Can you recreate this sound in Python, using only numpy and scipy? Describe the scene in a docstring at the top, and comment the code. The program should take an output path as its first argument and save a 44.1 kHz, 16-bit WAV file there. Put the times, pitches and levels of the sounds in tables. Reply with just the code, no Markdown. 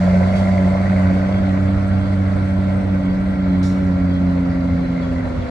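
"""On a forest track, some way off, a six-cylinder diesel works under load and slows near the end.
Its firings make the exhaust drone and rasp, the engine block clatter and a loose panel rattle.
Around it are a broad roar, a low rumble, a hissing fan and a thin turbocharger whistle.
Loose steel jingles and squeaks, air is let off twice, and a second engine hums steadily behind."""
import sys
import numpy as np
from scipy import signal
from scipy.io import wavfile
from scipy.ndimage import uniform_filter1d

SR = 44100
rng = np.random.default_rng(int(sys.argv[2]) if len(sys.argv) > 2 else 0)


def log_audio(samples):
    """Write samples as a 16-bit WAV file to the path given in sys.argv[1]."""
    # one column per channel
    frames = np.atleast_2d(samples).T
    # limit to full scale, then quantise
    limited = np.clip(frames, -1, 1)
    pcm = np.round(limited * 32767).astype(np.int16)
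    wavfile.write(sys.argv[1], SR, pcm)


N = 242550

# Each cylinder, in firing order: exhaust level/dB at heavy and at light load,
# knock level/dB at heavy and at light load, extra delay on the way to the pipe/ms
CYLINDER_TRAITS = [(-4, -4.5, 3, 3, .05), (3.8, 0, -1, -2, -.19), (.5, 1.5, 3, 2, -.36), (1, -.5, 3, -1, 0),
                   (.5, 2.5, 1.5, 2, -.68), (-3.5, -1, -3, -2, .37)]
# The lowest exhaust tone, one wave per firing: t/s, level/dB
LOW_TONE = [(0, -22.5), (.25, -18.5), (.8, -22.5), (1.05, -18.5), (1.25, -23.5), (1.6, -20), (2.4, -19.5),
            (3.0, -23), (3.15, -27.5), (3.52, -28.5), (3.62, -22), (3.72, -27.5), (4.15, -20.5),
            (4.55, -29.5), (4.7, -23), (4.87, -43), (5.12, -25), (5.5, -36)]
# The tone at twice that pitch, before the silencer: t/s, level/dB
DOUBLE_TONE = [(0, -13), (1.2, -14), (2.1, -16.5), (3.1, -15.5), (5.5, -20)]
# The tone at three times that pitch, before the silencer: t/s, level/dB
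TRIPLE_TONE = [(0, -37.5), (0.451, -43), (.62, -26), (.9, -27), (1.2, -21.5), (1.33, -25.5), (1.45, -18),
               (1.7, -16.5), (1.9, -18.5), (2.4, -21), (3.4, -21.5), (3.55, -19.5), (3.72, -21), (4.1, -23),
               (5.5, -23.5)]
# How much each of these three tones wavers: level/dB
TONE_WAVER = [.8, .8, .7]
# Weaker tones, before the silencer: waves per crankshaft turn, level/dB
CRANK_TONES = [(8, -43), (12, -47)]
# The silencer favours three ranges of pitch: f/Hz, level/dB
SILENCER_CURVE = [(164, -25), (171, -8), (175, -2.5), (184, -1.5), (193, -5.5), (246, -7.5), (258, -0.5),
                  (268, 1.5), (279, -4.5), (290, -12.5), (355, -11.5), (370, 8), (381, -5.5)]
def exhaust_drone(fired, firing_hz, crank_waver_db=0):
    """The smooth pressure wave of the exhaust hums, throbbing because the cylinders are unequal."""
    # When the speed dips, the governor (the speed control) adds fuel and the upper two tones swell.
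    dip_hz = uniform_filter1d(firing_hz, int(0.097 * SR), mode="nearest") - firing_hz
    levels_db = in_time(LOW_TONE)
    for k, curve in enumerate((DOUBLE_TONE, TRIPLE_TONE), 2):
        levels_db.append(in_time(curve)[0] + at_hz(SILENCER_CURVE, k * firing_hz) + 0.8 * dip_hz)
    throb_db = 0.072 * by_cylinder(fired, column=0)
    tones = []
    for k, db in enumerate(levels_db, 1):
        lag = .26 if k == 1 else 0  # the silencer holds the lowest tone back
        phase = 2 * np.pi * k * (fired - lag) - np.pi * k * k / 20  # the pipe delays high tones more
        tones.append(wave_height(db + throb_db + TONE_WAVER[k - 1] * drift(10)) * np.cos(phase))
    for k, db in CRANK_TONES:
        per_firing = k / 3  # three firings to a crankshaft turn
        level_db = db + at_hz(SILENCER_CURVE, per_firing * firing_hz) + crank_waver_db * drift(17)
        tones.append(wave_height(level_db) * np.cos(2 * np.pi * per_firing * fired))
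    return lean_right(tones[0], db=1.72) + lean_right(sum(tones[1:]), db=0.33)


# Pitches at which the exhaust pipe rings: f/Hz, width/Hz, level/dB
PIPE_RINGS = [(377, 9.7, -7.5), (521, 28, -4), (585.8, 90, 5), (628.4, 124, 3), (704.5, 69.5, -2),
              (874, 14, -13), (997, 22, -11)]
# The hardest exhaust beats: t/s, level/dB above the usual pulse
HARD_BEATS = [(.073, 3), (.139, 1.5), (.171, 1.5), (.204, 4.5), (.332, 1.5), (.353, 5), (.456, 1.5),
              (.534, 3), (.564, 4), (.586, 3), (.650, 2), (.672, 6), (.736, 1), (.746, 3), (.957, 5),
              (1.222, 2.5)]
def exhaust_rasp(fired, firing_hz, load_db):
    """Sharp pulses, each with a gush of gas behind it, make the exhaust pipe ring."""
    late_ms = by_cylinder(fired, column=4)  # unequal paths to the pipe make the beat limp
    arrived = fired - firing_hz * late_ms / 1000
    pulse_db = np.array(CYLINDER_TRAITS)[:, :2]
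    clicks = firing_clicks(arrived, pulse_db, load_db, uneven_db=.8, jitter_ms=.14)
    for s, db in HARD_BEATS:
        clicks[np.abs(np.arange(N) / SR - s) < .005] *= from_db(db)
    gas = rms_one(clicks) + from_db(-9) * bursts(clicks, decay_ms=2.3)
    pitch_scale = (firing_hz / np.median(firing_hz)) ** .55  # the ringing partly follows the speed
    brighter = from_db(0.084 * load_db)
    lower = gliding_rings(gas, PIPE_RINGS[:3], pitch_scale) / brighter
    upper = gliding_rings(gas, PIPE_RINGS[3:], pitch_scale) * brighter
    pipe = cut(cut(lower - upper, 330, "high"), 1300, "low")
    return from_left(pipe, lag_ms=.2, trees_db=-14)


# Pitches at which the engine block rings: f/Hz, width/Hz, level/dB
BLOCK_RINGS = [(1190, 1200, -14), (1522, 100, 7), (1903, 40, 4.5), (2027, 220, -0.5), (2260, 43, 0.5),
               (2350, 160, -12.5)]
# The hardest knocks: t/s, peak level/dB before filtering, f/Hz
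HARD_KNOCKS = [(.022, -29, 2080), (.110, -27, 2110), (.219, -30, 2090), (.343, -30, 2150),
               (.472, -27, 2060), (.494, -29.5, 1910), (.579, -24, 2060), (.644, -29, 2000),
               (.740, -30, 2120), (.856, -27.5, 1920), (.866, -29.5, 1980), (.918, -30.5, 1900),
               (4.521, -34, 1950), (4.978, -32.5, 2080), (5.163, -33.5, 1940)]
def block_clatter(fired, level_db, load_db):
    """Each bang of burning fuel knocks the block: crisply under load, loosely without."""
    clicks = firing_clicks(fired, np.array(CYLINDER_TRAITS)[:, 2:4], load_db, uneven_db=1, jitter_ms=.3)
    crisp = np.sqrt(strain(load_db)) * bursts(clicks, decay_ms=2.1)
    loose = np.sqrt(1 - strain(load_db)) * bursts(clicks, decay_ms=8)
    block = from_db(level_db) * rms_one(rings(crisp + loose, BLOCK_RINGS))
    for s, db, hz in HARD_KNOCKS:
        blow = signal.unit_impulse(N, round(s * SR))
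        ring = resonate(resonate(blow, hz, width_hz=130), hz, width_hz=400)
        block += from_db(db) * ring / np.abs(ring).max()
    block = cut(cut(block, 900, "high"), 3600, "low", order=4)
    return block.std() * from_left(block, lag_ms=.47, trees_db=-9)


# Spells of rattling: middle t/s, half length/s, level/dB, f/Hz
PANEL_SPELLS = [(.24, .025, -39.5, 2120), (.5, .45, -42.5, 2080), (1.0, .035, -39, 2060),
                (1.1, .03, -41.5, 2130), (4.545, .035, -42, 1980), (4.71, .04, -41.5, 2090),
                (4.98, .055, -41.5, 2080), (5.19, .035, -42, 1960)]
def panel_rattle(fired, load_db, width_hz=150):
    """Now and then the firings shake a loose panel into a run of ringing taps."""
    knock_db = np.array(CYLINDER_TRAITS)[:, 2:4]
    taps = bursts(firing_clicks(fired, knock_db, load_db, uneven_db=1.5, jitter_ms=.3), decay_ms=2.1)
    panel = 0
    for s, half_s, db, hz in PANEL_SPELLS:
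        ring = resonate(resonate(taps, hz, width_hz), hz, width_hz)
        panel += from_db(db) * swell(s, half_s) * rms_one(ring)
    return panel.std() * from_left(panel, lag_ms=.47, trees_db=-11)


# Tone colour of the roar: f/Hz, relative level/dB
ROAR_COLOUR = [(300, -16), (550, 11), (800, -1), (1100, 0.5), (1450, -2), (1750, -5.5), (2150, -5.5),
               (2600, -17), (3100, -17.5), (4200, -18.5), (5500, -26), (8000, -34.5), (14000, -68.5)]
def roar(load_db):
    """A broad rush of noise grows with the load."""
    return from_db(-33 + 0.44 * load_db) * banded_noise(ROAR_COLOUR, flicker_db=2.2)


# Tone colour of the fan: f/Hz, relative level/dB
FAN_COLOUR = [(2000, 1), (3500, 1.5), (4500, 3.5), (6000, 3.5), (7500, 1), (9000, -4), (10800, -10.5),
              (12000, -31.5), (14000, -22)]
def fan(load_db):
    """The fan hisses, louder as the engine works harder."""
    return from_db(-59.5 + 1.1 * load_db) * banded_noise(FAN_COLOUR, flicker_db=1)


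# The turbocharger's whistle: t/s, f/Hz, level/dB
TURBO_WHISTLE = [(0, 8400, -66), (.4, 8280, -63), (.95, 8470, -62.5), (1.7, 8440, -66), (2.4, 8370, -63),
                 (3.0, 8400, -64), (4.1, 8520, -69), (5.5, 8540, -74)]
def turbocharger():
    """A thin, breathy whistle glides as the turbocharger pushes more or less air."""
    hz, db = in_time(TURBO_WHISTLE)
    air = rng.standard_normal((2, N)) + 1j * rng.standard_normal((2, N))
    flutter = cut(air, 30, "low") + from_db(-11) * cut(air, 250, "low")  # thin core, wider breath
    whistle = np.real(flutter * np.exp(2j * np.pi * np.cumsum(hz) / SR))  # moved up to its pitch
    return from_db(db - 2.5 + 2 * drift(5)) * rms_one(whistle)


# Pitches at which the loose steel rings: f/Hz, width/Hz, level/dB
STEEL_RINGS = [(3294, 71, 6.5), (4070, 65, 2.5), (4470, 160, -5), (4670, 88, -1), (5470, 130, -8)]
def steel_jingle(load_db, touches_per_s=270):
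    """Loose steel parts touch at random and ring; harder shaking favours the high pitches."""
    touches = rng.random(N) < touches_per_s / SR
    middle_hz = np.median(np.array(STEEL_RINGS)[:, 0])
    steel = 0
    for hz, width_hz, db in STEEL_RINGS:
        gain = from_db(db + 2 * drift(2.2) + 0.59 * load_db * (hz >= middle_hz))
        steel += gain * resonate(touches * rng.standard_normal(N), hz, width_hz)
    return from_db(-57) * from_left(steel, lag_ms=0.481, trees_db=1, spread_db=-14)


# Squeaks: middle t/s, f/Hz, level/dB, half length/s
STEEL_SLIPS = [(.35, 4440, -61, .2), (.88, 4535, -59.5, .36), (1.928, 1572, -41, .02),
               (4.845, 4070, -53, .013), (5.039, 3365, -48.5, .016), (5.105, 3335, -52, .011),
               (5.277, 4050, -54, .008)]
def steel_squeaks(wobble_hz=27.8):
    """Dry steel slips and sings for a moment."""
    out = 0
    for s, hz, db, half_s in STEEL_SLIPS:
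        phase = 2 * np.pi * np.cumsum(hz + wobble_hz * drift(60)) / SR
        out += wave_height(db) * swell(s, half_s) * np.sin(phase)
    return out


# Puffs of air: t/s, level/dB, time to fade by 60 dB (in s), whistle level/dB relative to the hiss
PUFFS = [(0.354, -43, 0.58, -11), (3.626, -38.8, 0.5, -3.5)]
# Tone colour of their hiss: f/Hz, relative level/dB
PUFF_COLOUR = [(2200, -28), (3500, 11.5), (5600, 6.5), (8000, 0), (10800, -7), (12000, -33.5),
               (14000, -25.5)]
# Pitches at which the valve's outlet whistles: f/Hz, width/Hz, level/dB
VALVE_RINGS = [(3640, 80, -3), (4130, 100, -3), (5540, 70, 3.5), (5800, 80, .5), (6650, 120, -6)]
def air_valve(rise_s=0.005):
    """A valve opens quickly; its hiss and whistle die away among the trees."""
    hiss = banded_noise(PUFF_COLOUR, flicker_db=1)
    whistle = rms_one(rings(rng.standard_normal(N), VALVE_RINGS))
    out = 0
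    for s, db, fade_s, whistle_db in PUFFS:
        age = np.maximum(np.arange(N) / SR - s, 0)
        gain = (1 - np.exp(-age / rise_s)) * from_db(db - 60 * age / fade_s)
        out += gain * (hiss + from_db(whistle_db) * whistle)
    return out


# Tone colour of the rumble: f/Hz, relative level/dB
RUMBLE_COLOUR = [(20, -31), (30, -20), (44, 2.5), (57, -6), (85, 8.5), (115, -7.5), (165, -3.5), (225, -2),
                 (290, -8.5), (340, -11), (450, -16), (700, -29)]
def rumble():
    """Deep noise flickers under the engine's tones."""
    return lean_right(from_db(-26) * banded_noise(RUMBLE_COLOUR, flicker_db=3.5), db=0.66)


# Hum and whine of the second engine: f/Hz, level/dB
HUM_TONES = [(40.3, -40), (60.3, -35.5), (129.7, -37), (148, -43.5), (1368, -47.5), (1427, -60)]
def second_engine():
    """A second engine holds its speed; its tones waver on their way through the air."""
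    t = np.arange(N) / SR
    return sum(wave_height(db + 2 * drift(3)) * np.sin(2 * np.pi * hz * t + 0.14 * drift(1.5))
               for hz, db in HUM_TONES)


def firing_clicks(fired, cylinder_db, load_db, uneven_db, jitter_ms):
    """One click per firing; its strength depends on the cylinder, the load and a little chance."""
    at = np.flatnonzero(np.diff(np.floor(fired)))
    level_chance, time_chance = rng.standard_normal((len(at), 2)).T
    heavy_db, light_db = cylinder_db[np.floor(fired[at + 1]).astype(int) % len(cylinder_db)].T
    own_db = light_db + (heavy_db - light_db) * strain(load_db[at])
    shift = np.round(time_chance * jitter_ms * SR / 1000).astype(int)
    clicks = np.zeros(N)
    clicks[np.clip(at + shift, 0, N - 1)] = from_db(own_db + uneven_db * level_chance)
    return clicks


def by_cylinder(fired, column):
    """One trait of the cylinders, sliding from each to the next as they fire."""
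    return np.interp(fired, np.arange(6), np.array(CYLINDER_TRAITS)[:, column], period=6)


def strain(load_db):
    """From 0 at light load to 1 at heavy load."""
    return np.clip(.35 + .09 * load_db, 0, 1)


def bursts(clicks, decay_ms):
    """Each click lets out a short gush of noise."""
    decay = np.exp(-1000 / (decay_ms * SR))
    return rms_one(signal.lfilter([1], [1, -decay], clicks) * rng.standard_normal(N))


def resonate(x, hz, width_hz):
    """Ring at one pitch; a smaller width rings longer."""
    r = np.exp(-np.pi * width_hz / SR)
    feedback = [1, -2 * r * np.cos(2 * np.pi * hz / SR), r * r]
    return signal.lfilter(np.array([1, 0, -1]) * (1 - r * r) / 2, feedback, x + 1e-18)


def rings(x, rows):
    """Ring at several pitches at once, every other one flipped in sign."""
    return sum((-1) ** k * from_db(db) * resonate(x, hz, width)
               for k, (hz, width, db) in enumerate(rows))


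def gliding_rings(x, rows, pitch_scale):
    """Ring at pitches that slide together, by stretching and squeezing time."""
    clock = np.cumsum(pitch_scale)
    even = np.arange(clock[-1])
    return np.interp(clock, even, rings(np.interp(even, clock, x), rows))


# How alike the noise is in both ears: f/Hz, likeness (0 unrelated, 1 the same)
EAR_LIKENESS = [(60, 0.88), (200, 0.87), (320, 0), (600, 0.088), (1000, 0), (3000, 0.34), (6000, 0.04),
                (12000, .1)]
def banded_noise(colour, flicker_db):
    """Stereo noise in bands about a third of an octave wide, each flickering on its own."""
    bottom, top = colour[0][0], colour[-1][0]
    edges = np.geomspace(bottom, top, 1 + round(3 * np.log2(top / bottom)))
    white, out = rng.standard_normal((2, 2, N)), 0
    for k, (low, high) in enumerate(zip(edges, edges[1:])):
        mid, side = cut(white[k % 2], [low, high], "band")
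        hz = np.sqrt(low * high)
        alike = at_hz(EAR_LIKENESS, hz)
        gain = from_db(at_hz(colour, hz) + flicker_db * drift(15))
        out += gain * (np.sqrt(1 + alike) * mid + np.sqrt(1 - alike) * side * [[1], [-1]])
    return rms_one(out)


def from_left(x, lag_ms, trees_db, spread_db=-12):
    """Tree trunks scatter the sound, and it reaches the right ear later; comes out at strength 1."""
    t = np.arange(N) / SR
    age = t[:SR // 2]
    echoes = rng.standard_normal((2, len(age))) * from_db(-60 * age / 0.23) * (age > .015)
    ahead, aside = rms_one(signal.fftconvolve(x[None], echoes, axes=1)[:, :N])
    left = rms_one(x) + from_db(trees_db) * ahead
    right = np.interp(t - lag_ms / 1000, t, left)
    both = np.array([left, right]) + from_db(spread_db) * aside * [[1], [-1]]
    return both / both.mean(axis=0).std()


def lean_right(x, db):
    """Turn the left side down and the right side up."""
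    return x * from_db([[-db], [db]])


def wave_height(db):
    """The peak of a pure tone whose average (rms) level is `db`."""
    return np.sqrt(2) * from_db(db)


def swell(middle_s, half_s):
    """A bell-shaped rise and fall."""
    return np.exp(-((np.arange(N) / SR - middle_s) / half_s) ** 2)


def drift(rate):
    """A smooth random wander of typical size 1, with about `rate` swings a second."""
    step, warm_up = 40, 2000
    r = np.exp(-2 * step * np.pi * rate / SR)
    noise = rng.standard_normal(N // step + warm_up + 2)
    slow = signal.lfilter([1], [1, -2 * r, r * r], noise)[warm_up:]
    return np.interp(np.arange(N) / step, np.arange(len(slow)), rms_one(slow))


def cut(x, hz, kind, order=2):
    """Keep only the "low", "high" or "band" part of a sound."""
    return signal.sosfilt(signal.butter(order, hz, kind, fs=SR, output="sos"), x)


def in_time(rows):
    """Turn a table of times and values into one curve per value column."""
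    s, *columns = np.transpose(rows)
    return [np.interp(np.arange(N) / SR, s, c) for c in columns]


def at_hz(rows, hz):
    """Read a table's value at any pitch."""
    pitches, values = np.transpose(rows)
    return np.interp(np.log(hz), np.log(pitches), values)


def from_db(db):
    """Turn decibels into a multiplier."""
    return 10 ** (np.asarray(db) / 20)


def rms_one(x):
    """Scale to an average (rms) strength of 1."""
    return x / np.sqrt(np.mean(x ** 2) + 1e-20)


# Engine speed, swinging around the governor's setting and then sagging: t/s, firing f/Hz
ENGINE_SPEED = [(0.0, 91.12), (0.18, 91.84), (0.38, 95.74), (0.66, 92.64), (0.86, 95.79), (1.08, 92.78),
                (1.32, 95.77), (1.55, 94.67), (1.79, 96.7), (2.56, 95.05), (2.88, 95.73), (3.06, 92.89),
                (3.28, 95.59), (3.56, 91.72), (3.78, 93.58), (3.93, 91.05), (5.19, 85.81), (5.5, 81.61)]
# How hard the engine works, heard in its noises: t/s, rasp level/dB, clatter level/dB
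ENGINE_LOAD = [(0, -23.2, -38.5), (.6, -24.5, -43.5), (.9, -27, -38), (1.2, -27.5, -39.5),
               (1.85, -32.5, -44.5), (2.6, -32, -43.5), (3.45, -36, -43), (4.35, -32.5, -45.5),
               (4.8, -34.5, -49.5), (5.25, -31.5, -46.5)]
def scene():
    """The firings time the drone, rasp, clatter and rattle; the load lifts the noises."""
    firing_hz, = in_time(ENGINE_SPEED)
    rasp_db, clatter_db = in_time(ENGINE_LOAD)
    load_db = uniform_filter1d(rasp_db - rasp_db.mean(), SR, mode="nearest")  # 0 at average load
    fired = np.cumsum(firing_hz) / SR  # firings so far
    pulses, knocks = fired + .33, fired + .1  # both come a little ahead of the smooth wave
    exhaust = exhaust_drone(fired, firing_hz)
    exhaust += from_db(rasp_db - 2) * exhaust_rasp(pulses, firing_hz, load_db)
    clatter = block_clatter(knocks, clatter_db, load_db) + panel_rattle(knocks, load_db)
    rush = roar(load_db) + fan(load_db) + turbocharger()
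    steel = steel_jingle(load_db) + steel_squeaks()
    return exhaust + clatter + rush + steel + rumble() + second_engine() + air_valve()


def record(dry):
    """The sound fades in and out over 3 ms; the deepest bass and the highest treble are cut."""
    from_edge = np.minimum(np.arange(N), np.arange(N)[::-1])
    fade = np.minimum(from_edge / (.003 * SR), 1)
    treble_cut = signal.cheby2(12, 70, 14300, fs=SR, output="sos")
    return signal.sosfilt(treble_cut, cut(dry, 41, "high", order=4) * fade)


dry = scene()
out = record(dry)
log_audio(out)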